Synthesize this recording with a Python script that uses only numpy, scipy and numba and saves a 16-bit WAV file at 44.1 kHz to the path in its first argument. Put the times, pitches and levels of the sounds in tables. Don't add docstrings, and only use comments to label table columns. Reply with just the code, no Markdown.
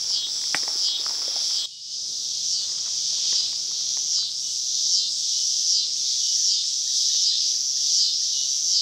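import sys
import numpy as np
from scipy import signal
from scipy.fft import rfft, irfft
from scipy.io import wavfile
from scipy.ndimage import uniform_filter1d
from numba import njit

SR = 44100
rng = np.random.default_rng(int(sys.argv[2]) if len(sys.argv) > 2 else 0)


def wav_out(sig):
    wavfile.write(sys.argv[1], SR, np.round(np.clip(np.atleast_2d(sig).T, -1, 1) * 32767).astype(np.int16))


def level_to_linear(level):
    exponent = np.asarray(level, float) / 20
    return 10 ** exponent


N = 388521
T = np.arange(N) / SR
CUT_S = 1.66


def level(x, db):
    return x * level_to_linear(db) / np.sqrt(np.mean(x ** 2))


def curve(table):
    return np.interp(T, *np.transpose(table))


@njit
def svf(x, hz, q):
    y, b, l, k = np.empty(len(x)), 0., 0., 1 / q
    for i in range(len(x)):
        g = np.tan(np.pi * hz[i] / SR)
        v = (b + g * (x[i] - l)) / (1 + g * (g + k))
        b, l, y[i] = 2 * v - b, l + 2 * g * v, k * v
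    return y


def ring(x, hz, q, passes=2):
    centre_hz = np.full(N, hz, dtype=np.float64)
    for _ in range(passes):
        x = svf(x, centre_hz, q)
    return x


def colour(x, shape):
    hz, db = np.transpose(shape)
    f = np.log(np.fft.rfftfreq(N, 1 / SR) + 1)
    return irfft(rfft(x) * level_to_linear(np.interp(f, np.log(hz), db)), N)


def walk(rate):
    k = int(SR / rate)
    held = np.repeat(rng.standard_normal(N // k + 1), k)
    return 1.46 * uniform_filter1d(uniform_filter1d(held, k), k)[:N]


def trees(x, t60_s, wet_db):
    t = T[:SR // 2]
    tail = rng.standard_normal(len(t)) * level_to_linear(-60 * t / t60_s) * np.minimum(t / 0.011, 1)
    tail = level(tail, wet_db) / np.sqrt(len(t))
    first = T < CUT_S
    wet_first = signal.fftconvolve(x * first, tail)[:N] * first
    wet_later = signal.fftconvolve(x * ~first, tail)[:N] * ~first
    return x + wet_first + wet_later


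# t/s, level/dB
RUMBLE_DB = [(0, -57), (1.64, -66), (1.8, -66.5), (2.1, -56.5), (3, -57.5), (4.4, -63.5), (8.81, -63)]


def rumble():
    noise = level(ring(rng.standard_normal(N), 140, 1.65, passes=1), -5)
    return noise * level_to_linear(curve(RUMBLE_DB) + 1.04 * walk(2.75))


# f/Hz, level/dB per Hz
AIR = [(15, -40), (25, -5), (138, 1), (243, -5), (403, -4.5), (629, -8), (1510, -11), (1830, -15),
       (2100, -20), (2600, -14.5), (3380, -21), (5720, -120)]


def open_air():
    return level(colour(rng.standard_normal(N), AIR), -64) * level_to_linear(0.91 * walk(3.58))


# t_mid/s, level/dB, half length/s
GUSTS = [
    (2.2, -64, .25),
    (3.9, -63.5, 0.33),
    (4.9, -67.5, .3),
    (5.9, -66.5, 0.39),
    (8.6, -66.5, .4),
]


def breeze():
    gusts = sum(level_to_linear(db) * np.exp(-((T - s) / half_s) ** 4) for s, db, half_s in GUSTS)
    return level(ring(rng.standard_normal(N), 360, 1.0), 0) * gusts


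# f/Hz, level/dB per Hz
FIRST_CHORUS = [(1500, -56), (2300, -28.5), (2900, -23.5), (3300, -7), (4100, -8), (5100, 1.5), (6000, 0),
                (6700, -17), (7600, -12.5), (8200, -17.5), (8800, -30), (12000, -32), (15700, -24)]
LATER_CHORUS = [(1500, -53), (2300, -35), (2900, -23.5), (3300, -11), (4200, -7), (5100, 1.5), (5900, -2),
                (6900, -9), (7500, -16.5), (8200, -16.5), (8900, -28.5), (12300, -39), (14700, -30.5),
                (15700, -36)]
# t/s, level/dB
CHORUS_DB = [(0, -28), (1.656, -32), (1.664, -23), (2.3, -33), (4, -30.5), (6, -29), (8, -26),
             (8.81, -27.5)]


def chorus():
    white, bands, swell = rng.standard_normal(N), 0, walk(1.29)
    for hz in 1900 * 2 ** np.arange(0, 3.2, 1 / 3):
        flicker = level_to_linear(0.79 * swell + 3.2 * walk(6.5))
        bands = bands + ring(white, hz, 3.4, passes=1) * flicker / np.sqrt(hz)
    before = level(colour(bands, FIRST_CHORUS), 0)
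    after = level(colour(bands, LATER_CHORUS), 0)
    return np.where(T < CUT_S, before, after) * level_to_linear(curve(CHORUS_DB))


# t/s, level/dB
SLURS = [
    (5.56, -68),
    (6.328, -62),
]
# length/s, f_start/Hz, f_end/Hz
SLUR = (.15, 2050, 1530)
CHIP_DB = [-66, -54.5, -53.5, -54.5, -58, -56, -56, -57]
# length/s, f_start/Hz, f_end/Hz
CHIP = (.028, 1800, 2040)


def bird():
    chips_s, chip_gap_s = 6.642, .2242
    chip_bend = 2.3
    echo_s, echo_db = 0.066, -8
    notes = [(s, db, *SLUR, 1) for s, db in SLURS]
    notes += [(chips_s + k * chip_gap_s, db, *CHIP, chip_bend) for k, db in enumerate(CHIP_DB)]
    out = np.zeros(N)
    for s, db, length_s, hz0, hz1, bend in notes:
        u = np.clip((T - s) / length_s, 0, 1)
        cycles = np.cumsum(hz0 + (hz1 - hz0) * u ** bend) / SR
        out += level_to_linear(db) * np.sin(np.pi * u ** .8) * np.sin(2 * np.pi * cycles)
    return trees(out + level_to_linear(echo_db) * np.roll(out, int(echo_s * SR)), 0.33, -1.26)


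def clicks(s, size):
    at = np.floor(s * SR)[:, None] + np.arange(-7, 9)
    lag = at - s[:, None] * SR
    taps = np.sinc(lag) * np.cos(lag * np.pi / 16) ** 2 * size[:, None]
    return np.bincount(np.clip(at, 0, N).astype(int).ravel(), taps.ravel(), N + 1)[:N]


def drums(rate_hz, late_ms, loose):
    weak_db, scatter_db, jitter_ms = -5, 1.5, .062
    beats = np.cumsum(rate_hz) / SR
    k = np.arange(1, int(beats[-1]))
    second = k % 2
    s = np.interp(k, beats, T)
    loose = np.interp(s, T, loose + 0 * T)
    late_ms = np.interp(s, T, late_ms + 0 * T)
    chance = rng.standard_normal((2, len(k)))
    size = level_to_linear(weak_db * second + scatter_db * loose * chance[1])
    shift_ms = jitter_ms * loose * chance[0] + late_ms * second
    return clicks(s + shift_ms / 1000, size) * np.sqrt(SR / rate_hz)


# click rate/Hz, lag of the second drum/ms
NEIGHBOURS = [(351, .15), (373.2, .3), (392.6, .15), (393.1, .25)]
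NEIGHBOUR_BELLY_HZ = [3200, 3270, 3130, 3900]
# t/s, length/s, level/dB
HUMS = [
    [(1.84, .12, -33.5), (3.42, 0.17, -42.5), (4.42, .12, -39), (5.32, 0.13, -34.5), (6.2, .145, -32),
     (7.95, 0.2, -38)],
    [(7.088, 0.15, -35.5)],
    [(1.69, .11, -30), (8.322, 0.13, -33)],
    [(7.76, 0.19, -40), (8.4, 0.16, -38)],
]


def neighbours():
    out = 0
    for (beat_hz, late_ms), hz, hums in zip(NEIGHBOURS, NEIGHBOUR_BELLY_HZ, HUMS):
        hum = ring(drums(np.full(N, beat_hz), late_ms, loose=0.14), hz, 2.5)
        swells = 0
        for s, length_s, db in hums:
            u = np.clip((T - s) / length_s, 0, 1)
            swells = swells + level_to_linear(db) * np.abs(np.sin(np.pi * u)) ** 0.26
        out = out + level(hum, 0) * swells
    low_cut = signal.cheby2(6, 40, 2350, "high", fs=SR, output="sos")
    return trees(signal.sosfilt(low_cut, out), .15, -5)


# t_mid/s, level/dB, half length/s
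STRIDES = [(.15, -63.5, .3), (.7, -52.5, 0.14), (1.2, -52.5, 0.27), (1.633, -60, 0.15),
           (2.079, -69.5, 0.22), (2.78, -59.5, .25), (3.305, -57.5, 0.22), (3.85, -66.5, 0.39),
           (5.0, -69, 0.25), (5.878, -71, .33), (7.69, -73, 0.31), (8.553, -71, 0.43)]


def strides():
    first_stir_db, stir_db = -58.5, -80.5
    first = T < CUT_S
    sweeps = 0
    for s, db, half_s in STRIDES:
        same_spot = first == (s < CUT_S)
        sweeps = sweeps + level_to_linear(db) * np.exp(-np.abs((T - s) / half_s) ** 3.1) * same_spot
    return sweeps + level_to_linear(np.where(first, first_stir_db, stir_db + curve(FADER_DB)))


def snap(s, db, hz, thud_db, body_db, crack_db, cycles=1.54):
    t = T[:2000]
    pulse = 0
    for f, part_db in [(hz, 1.5), (300, thud_db), (1100, body_db), (1850, crack_db)]:
        decay, rise = np.exp(-t * f / cycles), np.minimum(t * f * 2.36, 1)
        pulse = pulse + level_to_linear(part_db) * np.sin(2 * np.pi * f * t) * decay * rise
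    out, i = np.zeros(N + len(t)), int(s * SR)
    out[i:i + len(t)] = level_to_linear(db) * pulse
    return out[:N]


# f/Hz, level/dB per Hz
GRASS = [(88, -51), (150, -22), (263, -3), (452, 0), (1090, -1.5), (1280, -0.5), (2190, -7), (2800, -4),
         (3640, -29), (6160, -120)]
# t/s, peak/dB, f/Hz, breadth/dB
WALK_TICKS = [(0.106, -38, 938, -5), (0.269, -43.5, 377, 8), (0.416, -38, 1688, -4), (0.439, -32, 2120, 0),
              (0.473, -38, 1348, -3), (0.505, -44, 557, 3), (0.633, -33, 475, 7), (0.679, -23, 874, 3),
              (0.693, -33, 709, -5), (0.756, -35, 383, -3), (0.885, -40.5, 1170, 8), (0.996, -37, 393, 3),
              (1.064, -19.5, 1271, -19), (1.096, -34, 1016, 2), (1.109, -29, 890, -1.5),
              (1.153, -38, 1540, .1), (1.219, -34, 1275, .1), (1.279, -26, 543, -6),
              (1.363, -26.5, 764, -10), (1.509, -35, 1324, -2.5)]
# t/s, peak/dB, f/Hz, breadth/dB
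STAND_TICKS = [(2.615, -44, 2355, .1), (2.694, -41, 1195, -2.5), (2.721, -41, 481.3, 6),
               (2.783, -42, 1276, 4), (2.865, -36, 1360, -1.5), (2.879, -39, 1238, 3),
               (3.129, -40, 666, -1), (3.181, -44, 972, .1), (3.328, -34, 500, 9.5), (3.53, -44, 938, 10),
               (3.686, -49, 342, 2.5), (3.714, -38.5, 1214, -7), (3.81, -47, 1265, 7), (3.972, -37, 920, 8),
               (4.132, -39.5, 2360, -1.5), (4.185, -37, 1254, -10), (4.227, -38, 1354, -17),
               (4.867, -49, 883, 2.5), (6.641, -37, 2415, -3), (7.148, -41.5, 531, 6), (7.452, -49, 297, 5)]
TWIG_S = [.5461, .5482, .5533, .5602]
# peak/dB, f/Hz
TWIG = [
    (-6.5, 2120),
    (-13.5, 755),
    (-22.5, 1500),
    (-39.5, 1300),
]


def walker():
    chance = rng.random((2, N))
    crackle = (chance[0] < 2500 / SR) * level_to_linear(-2.2 * np.log(chance[1] + 1e-3)) * rng.standard_normal(N)
    swish = level(colour(crackle, GRASS), 0) * strides() * level_to_linear(0.51 * walk(34))
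    snaps = 0
    for s, db, hz, wide_db in WALK_TICKS + STAND_TICKS:
        thud_db = -19.5 + wide_db - 0.65 * (db + 48)
        snaps = snaps + snap(s, db, hz, thud_db, -6 + wide_db, -1 + wide_db)
    for s, (db, hz) in zip(TWIG_S, TWIG):
        snaps = snaps - snap(s, db, hz, -11.5, -32, 4, cycles=0.91)
    splinter = level_to_linear(-21) * ring(rng.standard_normal(N), 8000, 8.6, passes=1)
    splinter = splinter * np.exp(-np.abs(T - .553) / 0.02) * (T > TWIG_S[0])
    low_cut = signal.butter(3, 150, "high", fs=SR, output="sos")
    return trees(swish + signal.sosfilt(low_cut, snaps) + splinter, .12, -13)


RIBS = [(23, .6), (41, .55)]


def ribs(drum):
    for late, share in RIBS:
        taps = np.r_[1, np.zeros(late - 1), -share]
        drum = signal.lfilter(taps[::-1], taps, drum)
    return drum


def belly(drum, hz, opening, quick, first):
    wide_db, wide_gain_db, first_wide_db = -11.5, 23, -7.5
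    low_hz, low_db, later_low_db = 3360, -4.5, -11
    sharp_db, sharp_q = -16.5, 105
    main = level(ring(drum, hz, 5.17), 0)
    wide_db = wide_db + (wide_gain_db + first_wide_db * first) * opening ** 0.73 * quick
    wide = level(ring(ribs(drum), .6 * hz + 2000, 2.1), 0) * level_to_linear(uniform_filter1d(wide_db, size=300))
    low = level(ring(drum, low_hz, 4.5), low_db) * np.where(first, 1, level_to_linear(later_low_db))
    low = low * quick ** 4 * level_to_linear(11.5 * opening ** 2)
    sharp = level(ring(drum, hz, sharp_q, passes=1), sharp_db) * (1 - quick)
    edges = signal.cheby2(6, 40, (2450, 9000), "band", fs=SR, output="sos")
    return signal.sosfilt(edges, main + wide + low + sharp)


# t_climax/s, drone level/dB, climax level/dB
PHRASES = [(.125, -33.5, -24), (.835, -34, -24.5), (1.545, -33.5, -30), (2.51, -40, -27.5),
           (3.335, -40, -26), (4.139, -37.5, -24), (4.93, -35.5, -22.5), (5.71, -34, -23.5),
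           (6.475, -33.5, -21.5), (7.225, -32.5, -22.5), (7.97, -31.5, -21.5), (8.715, -31, -20.5)]
# t from climax/s, quickening 0-1, climax share 0-1, belly f/Hz
COURSE = [
    (-0.6, .01, .01, 5020),
    (-.5, .01, .03, 5660),
    (-.2, .05, 0.3, 5667),
    (-.08, 0.28, 0.27, 5750),
    (-.03, 0.62, 0.65, 5600),
    (.01, .85, 0.9, 5430),
    (0.056, 1.1, 0.66, 4700),
    (.125, 1.15, 0.44, 3600),
    (.16, 0.08, 0.84, 4050),
]


def cicada():
    first_drone_hz, first_final_hz = 291.5, 420.1
    warming_from_s, drone_hz, drone_hz_per_s = 2.51, 245, 3.3
    final_hz, cold_hz, warming_s = 414, 18.6, 5.5
    first_ratio, later_ratio = .94, 1.019
    first_lag_ms, later_lag_ms = .245, .255
    shut_hz, open_hz, open_loss_db = 5840, 3680, -11.5
    overtone_db, overtone_loss_db = -26.5, -23

    rows, course = np.array(PHRASES, float), np.array(COURSE)
    which = np.minimum(np.searchsorted(rows[:, 0] + course[-1, 0], T), len(rows) - 1)
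    climax_s, drone_db, peak_db = rows[which].T
    first, warm_s = climax_s < CUT_S, climax_s - warming_from_s
    slow_hz = np.where(first, first_drone_hz, drone_hz + drone_hz_per_s * warm_s)
    fast_hz = np.where(first, first_final_hz, final_hz - cold_hz * np.exp(-warm_s / warming_s))
    ratio = np.where(first, first_ratio, later_ratio)
    lag_ms = np.where(first, first_lag_ms, later_lag_ms)

    quick, share, belly_hz = (np.interp(T - climax_s, course[:, 0], c) for c in course[:, 1:].T)
    quick = np.clip(quick, 0, 1)
    opening = np.clip((shut_hz - belly_hz) / (shut_hz - open_hz), 0, 1)
    drum = drums(slow_hz + (fast_hz - slow_hz) * quick, lag_ms, loose=1.06 - quick ** 2)
    hz = uniform_filter1d(belly_hz * ratio, size=200)
    swell_db = (peak_db - drone_db) * share
    overtone_db = overtone_db + overtone_loss_db * opening ** 1.2 + 49 * (1 - ratio) - 0.33 * swell_db
    overtone = ring(ring(drum, hz * 2.02, 8.9, passes=1), hz * 1.774, 6.9, passes=1)
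    overtone = level(overtone, 0) * level_to_linear(overtone_db)
    song_db = uniform_filter1d(drone_db + swell_db + open_loss_db * opening ** 2, size=300)
    return trees((belly(drum, hz, opening, quick, first) + overtone) * level_to_linear(song_db), .15, -4.5)


# t/s, level/dB
FADER_DB = [
    (0, 0),
    (1.656, 3),
    (1.663, -14.5),
    (1.77, -15.5),
    (1.85, -11),
    (1.95, -4.5),
    (2.1, 0.5),
    (2.4, 3.5),
    (8.81, 0),
]


def scene():
    faded = cicada() + neighbours() + chorus() + open_air() + bird()
    mono = faded * level_to_linear(curve(FADER_DB)) + walker() + rumble() + breeze()
    return np.array([mono, mono])


def roll_off(x):
    return signal.sosfilt(signal.butter(12, 16750, fs=SR, output="sos"), x)


def record(dry):
    top = signal.ellip(10, .2, 70, 15700, fs=SR, output="sos")
    return roll_off(signal.sosfilt(top, dry))


dry = scene()
out = record(dry)
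wav_out(out)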